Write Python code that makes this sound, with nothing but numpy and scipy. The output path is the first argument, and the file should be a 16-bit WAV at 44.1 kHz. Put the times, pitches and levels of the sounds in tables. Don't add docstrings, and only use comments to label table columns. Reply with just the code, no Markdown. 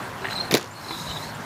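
import sys
import numpy as np
from scipy import signal
from scipy.io import wavfile

SR = 44100
rng = np.random.default_rng(int(sys.argv[2]) if len(sys.argv) > 2 else 0)


def materialize(psi):
    bounded = np.clip(np.atleast_2d(psi).T, -1, 1)
    quanta = np.round(bounded * 32767).astype(np.int16)
    wavfile.write(sys.argv[1], SR, quanta)


def attenuation_scalar(level_db):
    decades = np.asarray(level_db, float) / 20
    return 10 ** decades


N = 63945
TIME = np.arange(N) / SR


def rms_one(x):
    return x / np.sqrt(np.mean(x ** 2) + 1e-20)


def drift(rate_hz):
    r = np.exp(-2 * np.pi * rate_hz / SR)
    settled = signal.lfilter([1], [1, -2 * r, r * r], rng.standard_normal(N + SR))[SR:]
    return rms_one(settled)


def resonate(x, hz, width_hz):
    r = np.exp(-np.pi * width_hz / SR)
    zeros = [(1 - r * r) / 2, 0, (r * r - 1) / 2]
    poles = [1, -2 * r * np.cos(2 * np.pi * hz / SR), r * r]
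    return signal.lfilter(zeros, poles, x + 1e-18)


def filtered(x, order, hz, kind="low"):
    return signal.sosfilt(signal.butter(order, hz, kind, fs=SR, output="sos"), x)


def arch(start_s, length_s):
    return np.sin(np.pi * np.clip((TIME - start_s) / length_s, 0, 1))


def banded_noise(spectrum, patchy_db):
    out, together = 0, drift(3)
    edges = 22 * 2 ** np.arange(0, 9.7, 1 / 3)
    white = rng.standard_normal((2, N))
    hz, db = np.transpose(spectrum)
    for k, (low, high) in enumerate(zip(edges, edges[1:])):
        band = filtered(white[k % 2], 2, [low, high], "band")
        level_db = np.interp(np.log(low * high) / 2, np.log(hz), db)
        flicker_db = patchy_db * (.4 * together + drift(11.5))
        out = out + band * attenuation_scalar(level_db + flicker_db)
    return rms_one(out)


# (frequency [Hz], level per Hz [dB])
TRAFFIC_SPECTRUM = [(25, 9.5), (70, -1), (105, -2), (220, -2.5), (420, -6), (1020, -3), (3080, -18.5),
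                    (16000, -33.5)]
# (frequency [Hz], width [Hz], level [dB])
TRAFFIC_HUMPS = [(102.3, 18, -41), (158.4, 15, -49), (962, 210, -43), (1584, 194, -46.5)]
# (time [s], level [dB])
TRAFFIC_SWELL = [(0, 1.5), (.15, 0.5), (.28, 0), (.4, 1.8), (.5, 0.3), (.7, -1), (.9, -0.8), (1.1, 0.45),
                 (1.3, -1.5), (1.45, -0.5)]


def traffic():
    humps = 0
    for hz, width_hz, db in TRAFFIC_HUMPS:
        humps = humps + attenuation_scalar(db) * rms_one(resonate(rng.standard_normal(N), hz, width_hz))
    wash = attenuation_scalar(-34.5) * banded_noise(TRAFFIC_SPECTRUM, patchy_db=1.85)
    return attenuation_scalar(np.interp(TIME, *np.transpose(TRAFFIC_SWELL))) * (wash + humps)


def bowl(x):
    tail_db, t60_s, cut_hz, first_return_s = -13, 0.28, 9500, .004
    t = np.arange(SR // 2) / SR
    tail = rng.standard_normal(len(t)) * attenuation_scalar(-60 * t / t60_s) * (t > first_return_s)
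    tail = filtered(tail, 1, cut_hz)
    return attenuation_scalar(tail_db) * signal.fftconvolve(x, tail / np.sqrt(np.sum(tail ** 2)))[:N]


def grit():
    grains_per_s, level_db = 110, -3
    born = rng.random(N) < grains_per_s / SR
    dealt = rng.integers(0, 12, N)
    ping = np.hanning(SR // 150)
    out = np.zeros(N)
    for k, hz in enumerate(np.geomspace(4700, 8600, 12)):
        out += np.convolve(born * (dealt == k), ping)[:N] * np.sin(2 * np.pi * hz * TIME)
    return attenuation_scalar(level_db) * out


# (frequency [Hz], level per Hz [dB])
SCRUB_SPECTRUM = [(1500, -8), (3000, -6.5), (4500, 5.5), (6000, 4), (8500, -3), (11500, -3), (15000, -1),
                  (16500, -35)]
# (time [s], level [dB])
SCRUB_LEVEL = [(.26, -72.5), (.31, -45), (.38, -54), (.42, -65), (.45, -78), (.66, -56), (.8, -50),
               (.9, -44), (1.01, -41.5), (1.12, -45.5), (1.2, -46.5), (1.29, -49), (1.33, -62), (1.4, -58),
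               (1.45, -58)]


def scrub():
    bounce_s, bounce_share = .0006, .5
    hiss = banded_noise(SCRUB_SPECTRUM, patchy_db=1.2)
    hiss = hiss + bounce_share * np.roll(hiss, int(bounce_s * SR))
    return attenuation_scalar(np.interp(TIME, *np.transpose(SCRUB_LEVEL))) * (hiss + grit())


# (time [s], squeal pitch [Hz], squeal level [dB])
SIDE_LOAD = [
    [(.22, 4045, -48.5), (.29, 4103, -46), (.31, 4075, -43), (.40, 4150, -42), (.44, 4170, -45),
     (.49, 4150, -52), (.5, 4092, -66)],
    [(.72, 4210, -62), (.755, 4275, -46.5), (.82, 4180, -50), (.9, 4060, -39), (.95, 3910, -39),
     (1.05, 3940, -45), (1.09, 3960, -36.5), (1.17, 3830, -43.5), (1.25, 4230, -43), (1.32, 4260, -50),
     (1.38, 4101, -82)],
]


def squeal():
    width_hz, octave_db = 210, -12.5
    s, hz, db = np.transpose(SIDE_LOAD[0] + SIDE_LOAD[1])
    phase = 2 * np.pi * np.cumsum(np.interp(TIME, s, hz)) / SR
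    rough = drift(width_hz) * np.cos(phase) + drift(width_hz) * np.sin(phase)
    octave = drift(width_hz) * np.cos(2 * phase) * attenuation_scalar(octave_db)
    level_db = np.interp(TIME, s, db, left=-90) + 1.8 * drift(44)
    return (rough + octave) * attenuation_scalar(level_db)


# (time [s], length [s], pitch [Hz], level [dB])
CHIRP_EVENTS = [(.330, .0044, 4010, -25), (.354, .0064, 4150, -23), (.360, .010, 4080, -23),
                (.370, .007, 4085, -28), (.3775, .0032, 3950, -21), (.383, .0032, 3950, -22),
                (.3865, .0045, 4000, -23), (.396, .010, 4220, -25), (.419, .022, 4180, -32),
                (.472, .02, 4170, -38), (.446, .024, 4220, -39), (.401, .018, 4190, -19),
                (.838, .016, 4040, -36), (.932, .01, 3480, -33), (.924, .014, 3930, -30),
                (.938, .014, 4000, -31), (.996, .012, 3810, -31), (1.069, .016, 3960, -31),
                (1.088, .014, 3950, -33), (1.108, .012, 3070, -31), (.703, .022, 7110, -43),
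                (.718, .028, 7410, -45), (1.346, .013, 7260, -43), (1.093, .012, 5850, -41),
                (1.296, .012, 5600, -44), (.325, .012, 8200, -42), (.355, .022, 8250, -40),
                (.392, .012, 8500, -43)]


def chirps():
    wobble_share, flutter_db, overtone_db = .006, 1.0, -37
    out, wobble, flutter = np.zeros(N), drift(158.0), drift(120.0)
    for s, length_s, hz, db in CHIRP_EVENTS:
        phase = 2 * np.pi * hz * np.cumsum(1 + wobble_share * wobble) / SR
        tone = np.sin(phase) + attenuation_scalar(overtone_db) * np.sin(2 * phase)
        out += attenuation_scalar(db + flutter_db * flutter) * arch(s, length_s) * tone
    return out


# (time [s], length [s], pitch [Hz], level [dB])
SLIP_EVENTS = [(.298, .03, 4090, -38), (.375, .02, 3760, -38), (.405, .015, 3510, -42),
               (.75, .07, 4290, -45), (.88, .018, 4130, -35), (.903, .014, 4060, -35),
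               (.91, .05, 3490, -41), (.96, .035, 3810, -40), (1.005, .03, 4110, -41),
               (1.078, .04, 3010, -43), (1.11, .03, 3860, -39), (1.145, .05, 3760, -40),
               (1.165, .025, 3460, -42), (.812, .02, 5350, -46), (.84, .035, 5250, -47),
               (.95, .04, 8600, -51), (.99, .05, 5200, -48), (1.0, .04, 6000, -50), (1.105, .03, 7300, -50),
               (1.225, .03, 6050, -49), (.405, .025, 5800, -48)]


def slips():
    width_hz = 170
    a, b = drift(width_hz), drift(width_hz)
    out = np.zeros(N)
    for s, length_s, hz, db in SLIP_EVENTS:
        phase = 2 * np.pi * hz * TIME
        rough = a * np.cos(phase) + b * np.sin(phase)
        out += attenuation_scalar(db) * np.sqrt(arch(s, length_s) + 1e-12) * rough
    return out


# (time [s], length [s], level [dB])
SCRAPE_EVENTS = [
    (.245, .018, -33),
    (.268, .006, -34),
    (.298, .016, -35),
    (.318, .02, -38),
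    (.907, .012, -36),
    (.508, .03, -30),
    (.54, .025, -25),
    (.565, .03, -33),
    (.595, .07, -41),
]


def scrapes():
    rasp = rng.standard_normal(N) * attenuation_scalar(2 * drift(250))
    rasp = rms_one(filtered(rasp, 4, [590, 3250], "band"))
    return rasp * sum(attenuation_scalar(db) * np.sqrt(arch(s, length_s) + 1e-12) for s, length_s, db in SCRAPE_EVENTS)


# (time [s], peak level [dB], frequency [Hz], t60 [s])
KNOCK_EVENTS = [(.2450, -15, 1600, .012), (.2537, -12.5, 1835, .009), (.247, -26, 740, .044),
                (.2455, -29, 2700, .018), (.2565, -28, 2900, .02), (.2695, -26, 1780, .015),
                (.285, -23, 1870, .02), (.299, -30, 780, .03), (.3235, -20.5, 1550, .016),
                (.9075, -19, 963, .04), (.908, -30, 2058, .025), (.596, -24, 1220, .026),
                (.917, -29, 330, .1), (1.074, -17, 62, .12), (1.16, -29, 873, .05), (.21, -33, 385, .45),
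                (1.0, -35, 153, 3), (.568, -24, 700, .03), (.583, -24, 580, .04)]


def knocks():
    out, noise = np.zeros(N), rng.standard_normal(N)
    for s, db, hz, t60_s in KNOCK_EVENTS:
        age = np.maximum(TIME - s, 0)
        width_hz = 0.76 * hz
        puff = rms_one(resonate(resonate(noise, hz, width_hz), hz, width_hz))
        envelope = attenuation_scalar(db - 60 * age / t60_s) * (1 - np.exp(-2.5 * age * hz))
        out += envelope * (np.sin(2 * np.pi * hz * age) + 0.41 * puff)
    return filtered(out, 2, 3500)


# (time [s], level [dB], contact [s])
THUMP_EVENTS = [(0.509, -18, .002), (0.5226, -20, .002), (.5281, -10.5, .0026), (0.5336, -12.5, 0.0043),
                (0.5397, -14, 0.0022), (.5445, -10, 0.0017), (.5457, -3, 0.0016), (0.5491, -17.5, 0.001),
                (0.5542, -7, 0.0013), (0.56, -17, 0.0023), (0.5674, -15.5, .0015), (0.5698, -27, 0.0019),
                (0.587, -23, 0.0018), (0.907, -20, 0.0029)]
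# (frequency [Hz], level [dB], t60 [s])
DECK_MODES = [(145, -18.5, 0.16), (338, -12.5, 0.034), (425, -9.5, 0.029), (554, -25, .02),
              (720, -12, 0.022), (1110, -16, 0.016)]


def thumps():
    rebound_s = .545
    push = np.zeros(N)
    for s, db, contact_s in THUMP_EVENTS:
        push += np.sign(s - rebound_s) * attenuation_scalar(db) * arch(s, contact_s) ** 2
    body = 0
    for hz, db, t60_s in DECK_MODES:
        body = body + attenuation_scalar(db + 7.5) * resonate(push, hz, np.log(1000) / np.pi / t60_s)
    return filtered(0.91 * push + body, 1, 60, "high")


def strikes(rows, rings):
    rise_s, spread_db, treble_dies_faster = .0003, 1.5, 0.11
    out, noise = np.zeros(N), rng.choice([-1., 1.], N)
    spread = rng.standard_normal((len(rows), len(rings)))
    for k, (hz, width_hz, ring_db) in enumerate(rings):
        octaves = np.log2(hz / 4000)
        for (s, db, decay_s, bright_db), own in zip(rows, spread[:, k]):
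            i = slice(int(s * SR), int(s * SR) + SR // 10)
            age = TIME[i] - TIME[i][0]
            fall = np.exp(-age / decay_s * (hz / 4000) ** treble_dies_faster)
            burst = noise[i] * (1 - np.exp(-age / rise_s)) * fall
            level_db = db + ring_db + 6.0 + bright_db * octaves + spread_db * own
            out[i] += (-1) ** k * attenuation_scalar(level_db) * resonate(burst, hz, width_hz)
    return out


TICK_UNEVENNESS = [-3, 1, -5, 2, 3, 1, 1, -1]
# (frequency [Hz], width [Hz], level [dB])
LOOSE_PART_RINGS = [(3000, 1200, -8), (4300, 1200, -1), (5800, 1500, 0), (7600, 2000, -5),
                    (9500, 2500, -13), (13000, 3000, -19)]


def rattle():
    first_s, period_s, decay_s = .5641, .01578, .0011
    level_db, loss_db, bright_db, dulling_db = -11, 1.5, 1, .9
    ticks = []
    for k, uneven_db in enumerate(TICK_UNEVENNESS):
        tick_db = level_db - k * loss_db + uneven_db
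        ticks.append((first_s + k * period_s, tick_db, decay_s, bright_db - k * dulling_db))
    return filtered(strikes(ticks, LOOSE_PART_RINGS), 2, 2400, "high")


# (time [s], peak level [dB], decay [s], brightness [dB per octave])
CRACK_EVENTS = [(.5043, -44, 0.00052, 1), (.5108, -13, 0.0024, -1), (.5138, -21.5, 0.0021, -7.5),
                (.5207, -22, 0.0022, 7), (.5235, -35, 0.0027, -11), (.5295, -26.5, 0.015, -1),
                (.5400, -2, 0.002, -1), (.5485, -12.5, 0.0013, 3.5), (.5501, -3.5, 0.0013, 0.5),
                (.5545, -21, 0.0017, 6), (.5590, -22, 0.0012, 2), (.5693, -13, 0.0025, -4),
                (.5715, -16, 0.0011, 4), (.576, -20, 0.002, 6), (.5803, -12, .001, -5),
                (.588, -54, .003, 7)]
# (frequency [Hz], width [Hz], level [dB])
DECK_AXLE_RINGS = [(750, 630, -5), (1110, 690, -2), (1460, 770, -2), (2360, 1100, 0), (3050, 940, -5.5),
                   (3750, 560, 2), (5450, 1800, -3), (6980, 1430, -6.5), (9900, 1000, -12.5),
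                   (11800, 1100, -8.5), (14900, 1600, -16)]


def cracks():
    return strikes(CRACK_EVENTS, DECK_AXLE_RINGS)


def scene():
    board = cracks() + rattle() + thumps() + knocks()
    wash = traffic() + bowl(board) + scrub() + squeal() + chirps() + slips() + scrapes()
    wash = signal.sosfilt(signal.cheby2(12, 45, 16000, fs=SR, output="sos"), wash)
    return (board + wash)[None]


def band_limit(x):
    return signal.sosfilt(signal.butter(12, 16680, fs=SR, output="sos"), x)


def record(dry):
    duck_s, duck_db, attack_s, release_s, overload = 0.5504, -5.5, 0.013, 0.34, .85
    age = np.maximum(TIME - duck_s, 0)
    recovery = np.clip(1 - age / release_s / 2, 0, 1)
    gain = attenuation_scalar(duck_db * (1 - np.exp(-age / attack_s)) * recovery)
    limited = overload * np.tanh(dry * gain / overload)
    mix = signal.sosfilt(signal.cheby2(10, 50, 16900, fs=SR, output="sos"), limited)
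    mix = filtered(mix, 2, 115, "high")
    return band_limit(mix)


dry = scene()
out = record(dry)
materialize(out)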